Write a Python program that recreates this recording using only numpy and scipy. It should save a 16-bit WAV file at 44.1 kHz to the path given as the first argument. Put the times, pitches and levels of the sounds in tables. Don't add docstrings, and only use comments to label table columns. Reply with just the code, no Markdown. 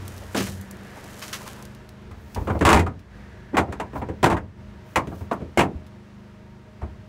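import sys
import numpy as np
from scipy import signal
from scipy.fft import rfft, irfft, next_fast_len
from scipy.io import wavfile
from scipy.ndimage import uniform_filter1d, minimum_filter1d, map_coordinates

SR = 44100
rng = np.random.default_rng(int(sys.argv[2]) if len(sys.argv) > 2 else 0)


def bounce(signal):
    frames = np.transpose(np.atleast_2d(signal))
    limited = np.clip(frames, -1, 1)
    pcm = np.round(limited * 32767).astype(np.int16)
    wavfile.write(sys.argv[1], SR, pcm)


N = 312228


def amp(db):
    return 10 ** (np.asarray(db) / 20)


def unit(x):
    return x / np.sqrt(np.mean(x ** 2) + 1e-20)


def along(points, hz):
    f, v = np.transpose(points)
    return np.interp(np.log(hz + 1), np.log(f + 1), v)


def curve(rows):
    return np.interp(np.arange(N) / SR, *np.transpose(rows))


def wobble(rate):
    return map_coordinates(rng.standard_normal(1024), [np.arange(N) * rate / SR], mode="wrap")


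def filtered(x, response):
    m = next_fast_len(len(x) + SR // 8)
    return irfft(rfft(x, m) * response(np.fft.rfftfreq(m, 1 / SR)), m)[:len(x)]


def coloured(x, spectrum):
    return unit(filtered(x, lambda hz: amp(along(spectrum, hz))))


def band_noise(samples, pitch_hz, q):
    band = lambda hz: 1 / np.hypot(1, q * (hz / pitch_hz - pitch_hz / (hz + 1)))
    return unit(filtered(rng.standard_normal(samples), band))


def grains(rate, spread_db):
    chance, size = rng.random(N), rng.standard_normal(N)
    return unit((chance < rate / SR) * size * amp(spread_db * np.minimum(rng.exponential(size=N), 4)))


def add(track, s, sound):
    part = track[round(s * SR):][:len(sound)]
    part += sound[:len(part)]


def yard():
    # time in seconds, level in dB.
    air_levels = [(0, -43), (.6, -45.5), (1.1, -43), (1.5, -41.5), (1.9, -51), (2.8, -47.5), (4, -51.5),
                  (5.3, -50), (6, -52.5)]
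    whir_levels = [(0, -63), (.6, -54.5), (1.1, -55), (2, -66.5), (3.3, -57), (4.2, -64), (7, -72)]
    rumble_levels = [(0, -46.5), (1.2, -58), (2, -48), (3.2, -46), (4.7, -45.5), (5.4, -51), (6.1, -69),
                     (6.7, -53), (7, -43.5)]
    drone_levels = [(0, -34), (.17, -44.5), (.4, -41), (.54, -33), (.61, -37), (.66, -55), (.9, -90)]
    # frequency in Hz, relative level in dB.
    air_colour = [(150, -7), (250, 0), (440, -1), (600, -4.5), (900, -7.5), (1330, -7.5), (1700, -10),
                  (2700, -14.5), (4000, -20), (6000, -24.5), (9000, -33), (15500, -41)]
    whir_colour = [(1100, -33), (1500, -0.5), (1700, 3.5), (1950, 0), (2300, -9.5), (3200, -47)]
    rumble_colour = [(20, -22), (40, -14), (55, 27), (80, 23), (120, 16.5), (250, 2), (500, -62.5)]
    air_swell = amp(curve(air_levels) - 1.87 + .6 * wobble(4.845))
    air = air_swell * coloured(rng.standard_normal(N), air_colour)
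    whir = amp(curve(whir_levels)) * coloured(rng.standard_normal(N), whir_colour)
    gusts = amp(1.5 * wobble(6))
    rumble = amp(curve(rumble_levels)) * gusts * coloured(rng.standard_normal(N), rumble_colour)
    drone_hz = curve([(0, 92.7), (.55, 96.1)]) * (1 + 0.032 * wobble(11.3))
    drone = amp(curve(drone_levels)) * unit(np.sin(2 * np.pi * np.cumsum(drone_hz) / SR))
    return air + whir + rumble + drone


def engine():
    # multiple of the firing rate, relative level in dB.
    orders = [(1, -22), (2, -11), (3, -6), (4, -3.5), (5, -2), (6, -14), (7, -8), (8, -0.5), (9, -10),
              (10, -21), (11, -28), (12, -19.5), (13, -36), (14, -12), (15, -17), (16, -68)]
    # centre in Hz, width in Hz, relative level in dB.
    casing_modes = [(363, 7.2, -3), (450, 24, -8), (621, 4.1, 6.5), (929, 19, -3.5)]
    firing_hz = 25.5 * (1 + .012 * wobble(5))
    phase = 2 * np.pi * np.cumsum(firing_hz) / SR
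    exhaust = sum(amp(db + 1.5 * wobble(6)) * np.cos(round(k) * phase - .31 * k * k + .25 * wobble(8))
                  for k, db in orders)
    shaking = rng.standard_normal(N) * (1 + 0.31 * np.cos(phase))
    casing = filtered(shaking, lambda f: sum(amp(db) * 1j * f * width / (hz * hz - f * f + 1j * f * width)
                                             for hz, width, db in casing_modes))
    return amp(-45.5 + 1.53 * wobble(12)) * unit(exhaust) + amp(-58) * unit(casing)


def hand_strokes():
    # middle in seconds, level in dB, half length in seconds.
    strokes = [(2.43, -57.5, 0.15), (3.975, -55, 0.022), (4.92, -61.5, 0.046), (5.177, -56.5, 0.057)]
    # frequency in Hz, relative level in dB.
    skin_colour = [(3000, 0), (6000, 1), (10000, -4), (15000, -0.5)]
    t = np.arange(N) / SR
    sliding = sum(amp(db) * np.exp(-.5 * ((t - s) / half_length) ** 2) for s, db, half_length in strokes)
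    return sliding * coloured(grains(rate=9500, spread_db=-2), skin_colour)


def scuffs():
    # middle in seconds, level in dB, half length in seconds, pitch in Hz.
    rubs = [(0.231, -44, 0.011, 596), (0.978, -44, 0.01, 750), (1.057, -46.5, 0.0092, 670),
            (1.411, -43.5, .014, 900), (1.477, -39, 0.011, 1010), (1.607, -49, 0.03, 950)]
    out, t = np.zeros(N), np.arange(-SR // 8, SR // 8) / SR
    for s, db, half_length, pitch_hz in rubs:
        swell = amp(db) * np.exp(-.5 * (t / half_length) ** 2)
        add(out, s + t[0], swell * band_noise(len(t), pitch_hz, q=3))
    return out


def clicks(rows, level_db, t60, tail_db, tail_t60):
    out, t = np.zeros(N), np.arange(SR // 8) / SR
    for s, db, pitch_hz in rows:
        decay = amp(-60 * t / t60) + amp(tail_db - 60 * t / tail_t60)
        add(out, s, amp(db + level_db) * decay * band_noise(len(t), pitch_hz, q=.9))
    return out


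def blows(rows, modes, ring_db, damping, tail_db, direct_s, snap_db, spot_db):
    # frequency in Hz, gain in dB.
    shell_colour = [(25, 0), (50, 11), (85, 23), (135, 14.5), (200, 15), (380, 12.5), (550, 10.5),
                    (1050, 8.5), (1500, 11.5), (2500, 10), (3600, 6), (5000, 2), (7500, 4), (15000, -12)]
    # frequency in Hz, seconds to fade by 60 dB.
    shell_t60 = [(80, 0.64), (300, 0.42), (1000, 0.19), (2500, 0.12), (5000, 0.13), (14000, 0.12)]
    out, t = np.zeros(N), np.arange(SR // 2) / SR
    mode_hz, mode_db, mode_t60 = np.transpose(modes)[:, :, None]
    is_panel = mode_hz > 450
    ringing = amp(mode_db + ring_db - 60 * damping * t / mode_t60) * (1 - np.exp(-t * mode_hz))
    envelope = amp(tail_db) + (1 - amp(tail_db)) * np.exp(-t / direct_s)
    for s, boom_db, hollow_db, clack_db, crack_db, rise, spot_hz in rows:
        contact = [(85, boom_db), (190, hollow_db), (380, hollow_db), (800, clack_db), (5000, crack_db)]
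        spot = lambda f: spot_db * np.exp(-(np.log((f + 1) / spot_hz) / 0.16) ** 2)
        colour_db = lambda f: along(contact, f) + spot(f)
        strength, side, tension = rng.standard_normal((3, len(modes), 1))
        scatter = np.where(is_panel, np.sign(side) * amp(3.5 * strength - 2.5), amp(strength))
        drive = amp(colour_db(mode_hz)) * scatter
        tuned_hz = mode_hz * (1 + .01 * tension * (mode_hz > 200))
        ring = (drive * ringing * np.sin(2 * np.pi * tuned_hz * t)).sum(axis=0)
        hz, frame_s, noise = signal.stft(rng.standard_normal(len(t)), SR, nperseg=512)
        band_decay = amp(-60 * frame_s / along(shell_t60, hz)[:, None])
        fading = signal.istft(noise * band_decay, SR, nperseg=512)[1][:len(t)]
        shell = filtered(fading, lambda f: amp(along(shell_colour, f) + colour_db(f)))
        bass = filtered(shell, lambda f: 1 / (1 + (f / 400) ** 4))
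        treble_snap = (shell - bass) * (1 + amp(snap_db - 60 * t / 0.0047))
        bass_swell = bass * (1 - np.exp(-t / 0.0036))
        attack = 1 - np.exp(-t / max(rise, 1e-4))
        add(out, s, (treble_snap + bass_swell + ring) * envelope * attack)
    return out


def bag_film():
    # start in seconds, level in dB, rise and t60 in seconds.
    slides = [(0.361, -23, 0.0089, 0.29), (1.216, -25, 0.016, 0.13), (1.275, -40.5, .008, 0.17),
              (1.328, -24, 0.0031, 0.13), (1.456, -42.5, 0.013, 0.35)]
    # time in seconds, level in dB.
    flex_levels = [(0, -61), (.12, -53.5), (.28, -56), (.45, -42), (.7, -65.5), (1, -58), (1.2, -51),
                   (1.45, -51.5), (1.8, -74)]
    # frequency in Hz, relative level in dB.
    film_colour = [(1470, -22), (2500, -16), (3030, 2), (3270, -4.5), (6540, -1), (14000, -7.5),
                   (15500, -12.5)]
    swish_colour = [(500, -47), (1000, 9.5), (1300, 11), (1800, 8.5), (2700, 7), (4000, 4), (6500, 1),
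                    (10000, -57), (15000, -57)]
    # start in seconds, relative level in dB, pitch in Hz.
    snaps = [(0.0795, -19, 7140), (0.1795, -24.5, 4280), (0.613, -24, 9870), (0.711, -21, 7600),
             (1.0418, -28, 6440), (1.281, -22, 4440), (1.6253, -26, 6010), (1.6527, -25, 4900),
             (1.749, -32, 4580), (1.891, -28.5, 3900)]
    t, slide = np.arange(SR // 2) / SR, np.zeros(N)
    for s, db, rise, t60 in slides:
        add(slide, s, amp(db - 60 * t / t60) * (1 - np.exp(-t / rise)))
    since_let_go = np.maximum(np.arange(N) / SR - flex_levels[-1][0], 0)
    flexing = amp(curve(flex_levels) - 58 * since_let_go + 0.9 * wobble(38.75))
    crumpling = flexing + amp(-7.5) * slide
    crinkle = crumpling * coloured(grains(rate=2600, spread_db=1.2), film_colour)
    crease_pops = amp(-4.5) * flexing * coloured(grains(rate=27, spread_db=5.0), film_colour)
    swish = slide * coloured(grains(rate=8000, spread_db=-1.5), swish_colour)
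    crackles = clicks(snaps, level_db=-13.5, t60=0.013, tail_db=-19.5, tail_t60=0.19)
    return crinkle + crease_pops + swish + crackles


def bag_landing():
    # start in seconds, boom, hollow, clack and crack in dB, rise in seconds, struck spot in Hz.
    thuds = [(0.346, -36, -18, -16.5, -30.5, 0.0032, 1870), (0.37, -45, -12, -21, -49.5, 0.0054, 1680.0),
             (0.402, -19, -21.5, -25, -33, 0.003, 2100.0), (0.465, -21, -30, -26.5, -31.5, 0.01, 1530.0)]
    # pitch in Hz, relative level in dB, t60 in seconds before damping.
    low_bin_modes = [(138, -8, 0.32), (193.8, -9.5, 1), (314, -30, 0.18)]
    return blows(thuds, low_bin_modes, ring_db=2.0, damping=0.35, tail_db=-15.5, direct_s=0.03,
                 snap_db=-17, spot_db=-2)


def rebounds(knocks):
    gap_s, loss_db, softening = .0135, 0.9, 0.073
    soft_rise_s, hard_rise_s = 0.0064, 0.00066
    soft_crack_db, hard_crack_db = -37, -8.5
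    rows = []
    for s, db, hardness, hollow_db, boom_db, count, spot_hz in knocks:
        gaps = gap_s * np.exp(.15 * rng.standard_normal(size=6))
        for gap in gaps[:round(count) + 1]:
            hardness = np.clip(hardness, 0, 1)
            rise = soft_rise_s * (hard_rise_s / soft_rise_s) ** hardness
            crack_db = soft_crack_db + (hard_crack_db - soft_crack_db) * hardness
            rows.append((s, db + boom_db, db + hollow_db, db, db + crack_db, rise, spot_hz))
            s, db, hardness = s + gap, db - loss_db, hardness - softening
    return rows


def bin_lid():
    # start in seconds, strength in dB, hardness from 0 to 1, hollow and boom in dB over
    # the strength, number of rebounds, resonance of the struck spot in Hz.
    knocks = [(2.111, -41.5, 0.54, -2, 11, 0, 1330), (2.359, -27.5, 0.35, 0, 6, 1, 970),
              (2.412, -38, 0.5, 8, 22.5, 0, 880), (2.472, -20, 0.37, -1.5, -14, 0, 1260),
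              (2.497, -17.5, 0.32, -1.5, -1, 0, 1360), (2.548, -20.5, 0, -0.5, 1, 0, 520),
              (2.609, -19, 0.66, 4.5, 4, 1, 1690), (2.651, -12.5, 0.95, -2, -5, 2, 1080),
              (2.69, -12.5, 0.96, -1, -16, 2, 1230), (2.729, -7, 0.9, -1, 1.5, 2, 900),
              (2.772, -11, 0.73, -1.5, -4, 0, 1840), (2.793, -13.5, 0.89, 2, 5.5, 0, 1920),
              (2.864, -19.5, 0.55, -1, -8, 0, 1290), (3.531, -34, .2, 15, 2, 0, 820),
              (3.544, -16.5, 0.2, -10.5, -17, 0, 2010), (3.569, -10, .68, -7, -15, 1, 780),
              (3.68, -30, 0, 0, 5, 0, 540), (3.724, -30, 0.81, -3.5, -20, 0, 905),
              (3.799, -21, .62, -4.5, -24, 0, 950), (3.932, -39, 0.6, 11.5, -5, 0, 920),
              (3.953, -21, 0.12, -8, 0, 0, 980), (4.016, -24.5, 0.32, -0.5, 1, 0, 870),
              (4.087, -30, 0.5, 7, 5.5, 0, 510), (4.229, -17, 0.84, 7.5, -5, 0, 930),
              (4.241, -8, 0.81, -2, -13, 1, 890), (4.3, -13, 0.67, -1.5, -3, 2, 990),
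              (4.367, -17.5, 0.46, -13, -1, 0, 1750), (4.958, -14, .88, -11.5, -16, 0, 2100),
              (4.966, -13.5, 0.4, -4, -12, 0, 1110), (5.072, -42, 1, 13, 14, 0, 580),
              (5.115, -30.5, 0, 2, 6, 0, 1280), (5.208, -40.5, .55, 6, 15, 0, 880),
              (5.312, -16, 0.38, -6.5, -31, 0, 1160), (5.404, -40, 0.5, 12.5, 13, 1, 526),
              (5.574, -15, 0.88, 4.5, -7, 0, 830), (5.591, -12, 0.81, -3.5, -14, 1, 2700),
              (5.633, -18.5, 0.3, 1.5, -21, 0, 730), (5.75, -51.5, 0.3, -2, 28.5, 0, 690),
              (6.815, -33.5, 0.36, 0, 9.5, 1, 750)]
    # pitch in Hz, relative level in dB, t60 in seconds before damping.
    bin_modes = [(81, -3, 0.47), (135, -14, 0.45), (184, -12, 0.44), (213, -10, 0.44), (275, -9, 0.43),
                 (331, -8, 0.42), (394, -13, 0.41), (423, -12, 0.41), (517, -18, 0.4), (611, -16, 0.39),
                 (684, -13, 0.38), (773, -15, 0.37), (907, -13, 0.35), (977, -12, 0.35), (1044, -13, 0.34),
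                 (1098, -15, 0.34), (1152, -15, 0.33), (1246, -13, 0.32), (1347, -19, 0.32),
                 (1394, -15, 0.31), (1645, -17, 0.3), (1871, -13, 0.29), (2054, -15, 0.28),
                 (2153, -15, 0.27), (2326, -13, 0.26), (2436, -16, 0.26), (2514, -16, 0.26),
                 (2735, -15, 0.25), (2923, -18, 0.24)]
    # start in seconds, relative level in dB, pitch in Hz.
    ticks = [(2.113, -49, 2520), (2.347, -32, 3460), (2.592, -39, 2580), (2.993, -44.5, 2560),
             (4.368, -47, 2920), (5.331, -43, 6000), (5.8656, -49, 3050)]
    clatter = blows(rebounds(knocks), bin_modes, ring_db=3.5, damping=1.71, tail_db=-8, direct_s=0.031,
                    snap_db=8.5, spot_db=6)
    return clatter + clicks(ticks, level_db=-8, t60=0.023, tail_db=-1.5, tail_t60=.1)


def scene():
    return (bag_film() + bag_landing() + hand_strokes() + scuffs() + bin_lid() + engine() + yard())[None]


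def gain_control(x, limit_db, hold_s, release_db_per_s):
    trailing = lambda v, size: uniform_filter1d(v, size=size, origin=(size - 1) // 2)
    level_db = 10 * np.log10(np.abs(trailing(x ** 2, size=255)) + 1e-12)
    span = 2 * int(hold_s * SR / 2) + 1
    held_cut_db = -minimum_filter1d(np.minimum(limit_db - level_db, 0), span, origin=span // 2)
    ramp = release_db_per_s * np.arange(N) / SR
    cut_db = np.maximum.accumulate(held_cut_db + ramp) - ramp
    return x * amp(-trailing(cut_db, size=41))


def record(dry):
    ducked = gain_control(dry[0], limit_db=-11.5, hold_s=0.3, release_db_per_s=83)
    rounded = ducked / (1 + np.abs(ducked / .7) ** 6) ** (1 / 6)
    return filtered(rounded, lambda hz: hz < 15750)[None]


dry = scene()
out = record(dry)
bounce(out)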